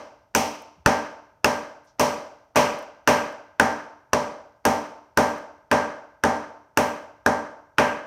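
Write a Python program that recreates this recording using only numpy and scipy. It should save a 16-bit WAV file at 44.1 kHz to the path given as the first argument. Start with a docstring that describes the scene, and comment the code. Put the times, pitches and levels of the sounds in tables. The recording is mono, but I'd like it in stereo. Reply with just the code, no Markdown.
"""A metal mallet pounds a paper packet of peppercorns on a stone counter in a bare kitchen.
Each blow: filtered noise bursts give the squeezed packet and the cracking corns, two decaying sines the head.
The slab knocks in decaying mode pairs, and the room answers for half a second with reflections and dying noise.
Paper crackles, soft bumps, rumble and hiss lie beneath; two unlike microphone ports hear it, loudest peaks rounded.
"""
import sys
import numpy as np
from scipy import signal
from scipy.io import wavfile

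SR = 44100
rng = np.random.default_rng(int(sys.argv[2]) if len(sys.argv) > 2 else 0)


def log_audio(samples):
    """Write samples as a 16-bit WAV file to the path given in sys.argv[1]."""
    # one column per channel
    frames = np.atleast_2d(samples).T
    # limit to full scale, then quantise
    limited = np.clip(frames, -1, 1)
    pcm = np.round(limited * 32767).astype(np.int16)
    wavfile.write(sys.argv[1], SR, pcm)


N = 355446
LEAD = SR // 4  # samples run before the start, so that an earlier blow still echoes

# the two modes of the mallet head, low then high: pitch_hz, width_hz (of its peak in blow and echo), t60_s
HEAD_MODES = [(1626, 570, 0.0082), (2680, 1200, 0.0069)]
# diffuse echo of the kitchen along frequency: pitch_hz, level_db, t60_s, left_right_likeness (0-1)
KITCHEN_ECHO = [(50.7, -12.5, .5, .9), (99, -6.5, 0.43, 0.97), (206, 0.5, 0.46, 1), (345, -11, 0.71, 0.7),
                (490, 0, 0.59, 0.3), (715, -6, 0.76, 0.7), (940, 1.5, 0.61, 0), (1490, -10.5, 0.72, .05),
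                (1900, -11, 0.54, 1), (2690, -9, 0.62, .05), (3400, -19, 0.53, 0.03), (4460, -16.5, 0.6, 0),
                (7500, -16.5, 0.47, 0.5), (11000, -15.5, 0.38, 0), (14700, -23, 0.44, 0.26),
                (16000, -40, .3, .02)]
ROOM_DB, BUILD_UP_S = 8.5, 0.0034  # level and onset time shared by diffuse echo and modes


def amp(db):
    """Gain of a level in dB."""
    return 10 ** (np.asarray(db) / 20)


def band(x, low_hz, high_hz):
    """Butterworth band-pass."""
    edges = np.clip([low_hz, high_hz], 10, .45 * SR)
    return signal.sosfilt(signal.butter(2, edges, "band", fs=SR, output="sos"), x)


def ring(x, hz, t60):
    """Two-pole resonator: a unit click sets a decaying sine of height 1 ringing."""
    r = amp(-60 / (t60 * SR))
    w = 2 * np.pi * hz / SR
    return signal.lfilter([0, np.sin(w)], [1, -2 * r * np.cos(w), r * r], x)


def peak(x, hz, width_hz, db):
    """Peaking filter: lifts or dips the spectrum around one frequency."""
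    a = amp(db / 2)
    w = 2 * np.pi * hz / SR
    q = np.sin(w) * width_hz / hz / 2
    middle = -2 * np.cos(w)
    return signal.lfilter([1 + q * a, middle, 1 - q * a], [1 + q / a, middle, 1 - q / a], x)


def unit_peak(x):
    """Each row scaled to a peak of 1."""
    return x / np.abs(x).max(axis=-1, keepdims=True)


def lay(shapes, seconds):
    """Short sounds placed on the time line, which starts LEAD samples early."""
    out = np.zeros(N + LEAD + SR)
    for shape, s in zip(shapes, seconds):
        at = LEAD + round(s * SR)
        out[at:at + len(shape)] += shape
    return out[:N + LEAD]


def floor():
    """Filtered noise: rumble and murmur of the house, microphone hiss and a faint band of high hiss."""
    low, murmur, hiss, thin = rng.standard_normal((4, 2, N + LEAD))
    rumble = amp(-44) * band(low[0], 30, 120)  # the same at both ports
    house = amp(-62) * band(murmur, 100, 900)
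    high_hiss = amp(-79.5) * band(thin, 11800, 13000)
    return rumble + house + amp(-80) * hiss + high_hiss


def packet():
    """Paper unsticking or settling as swelling and fading band noise, and two soft bumps as low sine pulses."""
    # crackles between blows: start_s, level_db, centre_hz, rise_s
    rustles = [(.619, -46, 11000, .002), (1.84, -66.5, 9000, .01), (1.865, -60.5, 4700, 0.018),
               (2.787, -45, 10000, .002), (2.824, -51, 11000, .002), (3.323, -56, 11000, .002),
               (5.381, -52, 11000, .002)]
    # soft low bumps: start_s, level_db, pitch_hz
    bumps = [(0.776, -53, 172.6), (0.793, -45.5, 70)]
    t = np.arange(SR // 8) / SR
    noise = rng.standard_normal((len(rustles), len(t)))
    shapes, starts = [], []
    for n, (start, db, hz, rise) in zip(noise, rustles):
        swell = t / rise * np.exp(1 - t / rise)
        shapes.append(amp(db) * band(n * swell, hz / 1.4, hz * 1.4))
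        starts.append(start)
    for start, db, hz in bumps:
        swell = t / 0.0093 * np.exp(1 - t / .008)
        shapes.append(amp(db) * np.sin(2 * np.pi * hz * t) * swell)
        starts.append(start)
    return lay(shapes, starts)


def diffuse():
    """Stereo impulse response of the kitchen: noise dying by third-octave band."""
    t = np.arange(SR) / SR
    hz, level_db, t60, alike = np.transpose(KITCHEN_ECHO)
    white = rng.standard_normal((2, 2, SR))
    edges = 40 * 2 ** np.arange(0, 9, 1 / 3)
    out = np.zeros((2, SR))
    for k, (low, high) in enumerate(zip(edges, edges[1:])):
        centre = np.log(low * high) / 2
        db, decay, c = (np.interp(centre, np.log(hz), column) for column in (level_db, t60, alike))
        mid, side = band(white[k % 2], low, high)  # neighbouring bands use different noise
        c = np.clip(c, 0, 1)
        stereo = np.sqrt(1 + c) * mid + np.sqrt(1 - c) * side * [[1], [-1]]
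        out += amp(db - 60 * t / decay) * stereo
    return amp(ROOM_DB) * (1 - np.exp(-t / BUILD_UP_S)) * out


def resonances():
    """Two stereo impulse responses of decaying slab and room modes, one for each end of the packet."""
    # pitch of each slab or room mode: pitch_hz
    mode_hz = [89, 138, 221, 248, 294, 409, 457, 478, 519, 567, 587, 630, 647, 749, 776, 798, 859, 891, 920,
               968, 1020, 1149, 1185, 1270, 1320, 1515, 1580, 2120]
    # the same modes in order: level_db (before the common level), t60_s (before the cap below)
    mode_decays = [(-5.5, 0.48), (-11.5, 0.15), (-5.5, 0.51), (-0.5, 0.4), (-3.5, .62), (-2.5, 0.4),
                   (-6, 0.64), (-4.5, 0.49), (-5, 0.53), (-6.5, 1), (0, 0.63), (-2, 0.61), (-6.5, 0.88),
                   (0, 0.19), (6.5, 0.38), (-6, 0.49), (-8.5, 0.83), (-2, 1), (-5, 0.73), (-4.5, 0.59),
                   (-9, 0.91), (-0.5, .48), (-11, .5), (-14.5, 0.16), (-16, 0.41), (-18.5, 0.34),
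                   (-9, 0.58), (-14.5, 0.6)]
    common_db, longest_t60_s = -20.5, .68
    t = np.arange(SR) / SR
    hz, alike = np.transpose(KITCHEN_ECHO)[[0, 3]]
    out = np.zeros((2, 2, SR))
    chance = rng.uniform(-1, 1, (len(mode_decays), 5))
    for f, (db, t60), (phase, way, split, turn, lean) in zip(mode_hz, mode_decays, chance):
        # short waves reach the ports out of step
        likeness = np.clip(np.interp(f, hz, alike), 0, 1)
        apart = np.sign(way) * np.arccos(likeness)
        angle = 2 * np.pi * f * t + np.pi * phase + apart / 2 * np.array([[1], [-1]])
        # a close weaker mode, up to 9 Hz away, makes it beat
        twin = 0.62 * np.sin(angle + 2 * np.pi * 9 * split * t + np.pi * turn)
        mode = amp(db - 60 * t / min(t60, longest_t60_s)) * (np.sin(angle) + twin)
        # each end favours other modes
        out += amp(6.4 * lean * np.array([1, -1]))[:, None, None] * mode
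    return amp(ROOM_DB + common_db) * (1 - np.exp(-t / BUILD_UP_S)) * out


def reflect(x):
    """First reflections off cupboards and walls: delayed, sides swapped, duller than the direct sound."""
    # path of each reflection: delay_s, left_db, right_db (against the echo level)
    paths = [(.0080, -5, -2), (.0128, 0, 3), (.0185, -8, -7)]
    out = np.zeros_like(x)
    dull = band(x, 100, 13000)
    for delay, left_db, right_db in paths:
        lag = round(delay * SR)
        out[:, lag:] += amp([[left_db], [right_db]]) * dull[::-1, :-lag]
    return out


def coloured(x, thud_db, low_db, high_db, treble_db, sizzle_db):
    """How a blow lands sets its bass, the two head modes, the sizzle of breaking corns and the treble."""
    low_mode, high_mode = HEAD_MODES
    x = peak(x, 5100, 3500, sizzle_db)
    x = peak(x, 160, 300, thud_db)
    x = peak(x, *low_mode[:2], low_db)
    x = peak(x, *high_mode[:2], high_db)
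    above = signal.lfilter(*signal.butter(1, 2500, "high", fs=SR), x)
    return x + (amp(treble_db) - 1) * above


def squeeze(noise, echo_db, seconds):
    """The packet is squeezed before the head lands: band noise rising exponentially, then cut off."""
    early, level_db = .010, -28  # s ahead of the blow; dB against the echo level
    t = np.arange(noise.shape[-1]) / SR
    rise = np.exp((t - early) / 0.0081) * (t < early)
    shapes = unit_peak(band(noise * rise, 200, 1500))
    return lay(amp(echo_db[:, None] + level_db) * shapes, seconds - early)


def mallet_head(burst, high_db):
    """The burst of cracking corns sets the two head modes ringing."""
    (low_hz, _, low_t60), (high_hz, _, high_t60) = HEAD_MODES
    return ring(burst, low_hz, low_t60) + .5 * amp(high_db[:, None]) * ring(burst, high_hz, high_t60)


def blows():
    """Cracks and head as sent straight to each port and to the walls, the squeeze, and clicks to feed the echo."""
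    # every blow, the first before the start: start_s, direct_db, echo_db, low_mode_db, high_mode_db, treble_db
    blow_table = [(-0.2, -12, -17.5, 1, 0, -11.5), (0.3491, -2, -16, -2.5, 4, -2),
                  (0.8602, 1.5, -14, 6.5, 0, -14), (1.444, 0, -16, 5.5, -0.5, -10),
                  (1.9952, -6.5, -13, 0, -1.5, -8), (2.5579, -9, -10, 2, 2, -10),
                  (3.0745, -3, -11.5, 6, 1.5, -10), (3.5973, -0.5, -14.5, 9, -2.5, -15.5),
                  (4.132, -0.5, -15.5, 1, -4.5, -26), (4.652, -2.5, -13.5, 1.5, -2.5, -11),
                  (5.1728, -4, -13, 5, -3.5, -12), (5.7135, -8, -13.5, 7.5, -3, -31),
                  (6.2369, -6, -14.5, 5.5, -5, -29), (6.773, -1.5, -15, 4.5, 0, -8),
                  (7.2618, -3, -15.5, 7.5, -7, -32.5), (7.7831, -2.5, -13.5, 8.5, 3, -18)]
    s, direct, echo, low, high, treble = np.transpose(blow_table)
    port_lag_s = 0.00016  # the left port hears the blow first
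    thud = -2.5 + 0 * s
    sizzle = 1.5 - 0.72 * s  # dB; fades as the corns turn to powder
    colours = np.transpose([thud, low, high, treble, sizzle])
    rung = -1.2 + 1.4 * direct + 0.44 * low  # dB; the head rings more on hard, square blows

    t = np.arange(SR // 10) / SR
    noise = rng.standard_normal((len(s), 4, len(t)))
    contact = (1 - np.exp(-t / 0.0036)) * np.exp(-t / 0.0015)  # corns give way in a few milliseconds
    straight, outward = [], []
    for k, side in enumerate((1, -1)):
        # each port hears the cracks partly its own way
        burst = (noise[:, k] + 0.55 * noise[:, 2]) * contact
        crack = np.array([coloured(b, *colour) for b, colour in zip(burst, colours)])
        head = unit_peak(mallet_head(burst, high))
        sound = amp(direct[:, None]) * unit_peak(crack) + amp(rung[:, None]) * head
        straight.append(lay(sound, s - side * port_lag_s / 2))
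        outward.append(lay(amp(echo[:, None]) * unit_peak(crack + 0.17 * head), s))

    # the echo pattern shifts with the landing spot, between the two ends of the packet
    spot = rng.uniform(0, np.pi / 2, len(s))
    click = 1. * (t == 0)
    feed = np.array([amp(db) * coloured(click, *colour) for db, colour in zip(echo, colours)])
    feeds = [lay(share[:, None] * feed, s) for share in (np.cos(spot), np.sin(spot))]
    return np.array(straight), np.array(outward), squeeze(noise[:, 3], echo, s), feeds


def microphone_ports(left, right):
    """Each microphone port has its own resonances, heard as peaks and dips in the upper range."""
    # resonances of the left port: centre_hz, width_hz, level_db
    left_port = [(9000, 870, 4.5), (11300, 2700, -6)]
    # resonances of the right port: centre_hz, width_hz, level_db
    right_port = [(5840, 2060, 14), (9500, 5000, -9.5), (13490, 1100, 8)]
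    for mode in left_port:
        left = peak(left, *mode)
    for mode in right_port:
        right = peak(right, *mode)
    return np.array([left, right])


def scene():
    """Blows, their echo, the packet and the floor, coloured by each microphone port."""
    straight, outward, squeezed, feeds = blows()
    kitchen = [diffuse() + modes for modes in resonances()]
    echo = np.zeros((2, N + LEAD))
    for feed, response in zip(feeds, kitchen):
        echo += signal.fftconvolve(feed[None], response, axes=-1)[:, :N + LEAD]
    left, right = straight + reflect(outward) + squeezed + echo + packet() + floor()
    return microphone_ports(left, right)[:, LEAD:]


def record(dry):
    """The microphones lose deep bass and top treble; peaks are rounded, the top is cut."""
    low_hz, high_hz, cutoff_hz = 65, 15600, 16860
    heard = band(band(dry, low_hz, high_hz), 20, high_hz)
    rounded = np.tanh(heard)
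    return signal.sosfilt(signal.cheby2(12, 70, cutoff_hz, fs=SR, output="sos"), rounded)


dry = scene()
out = record(dry)
log_audio(out)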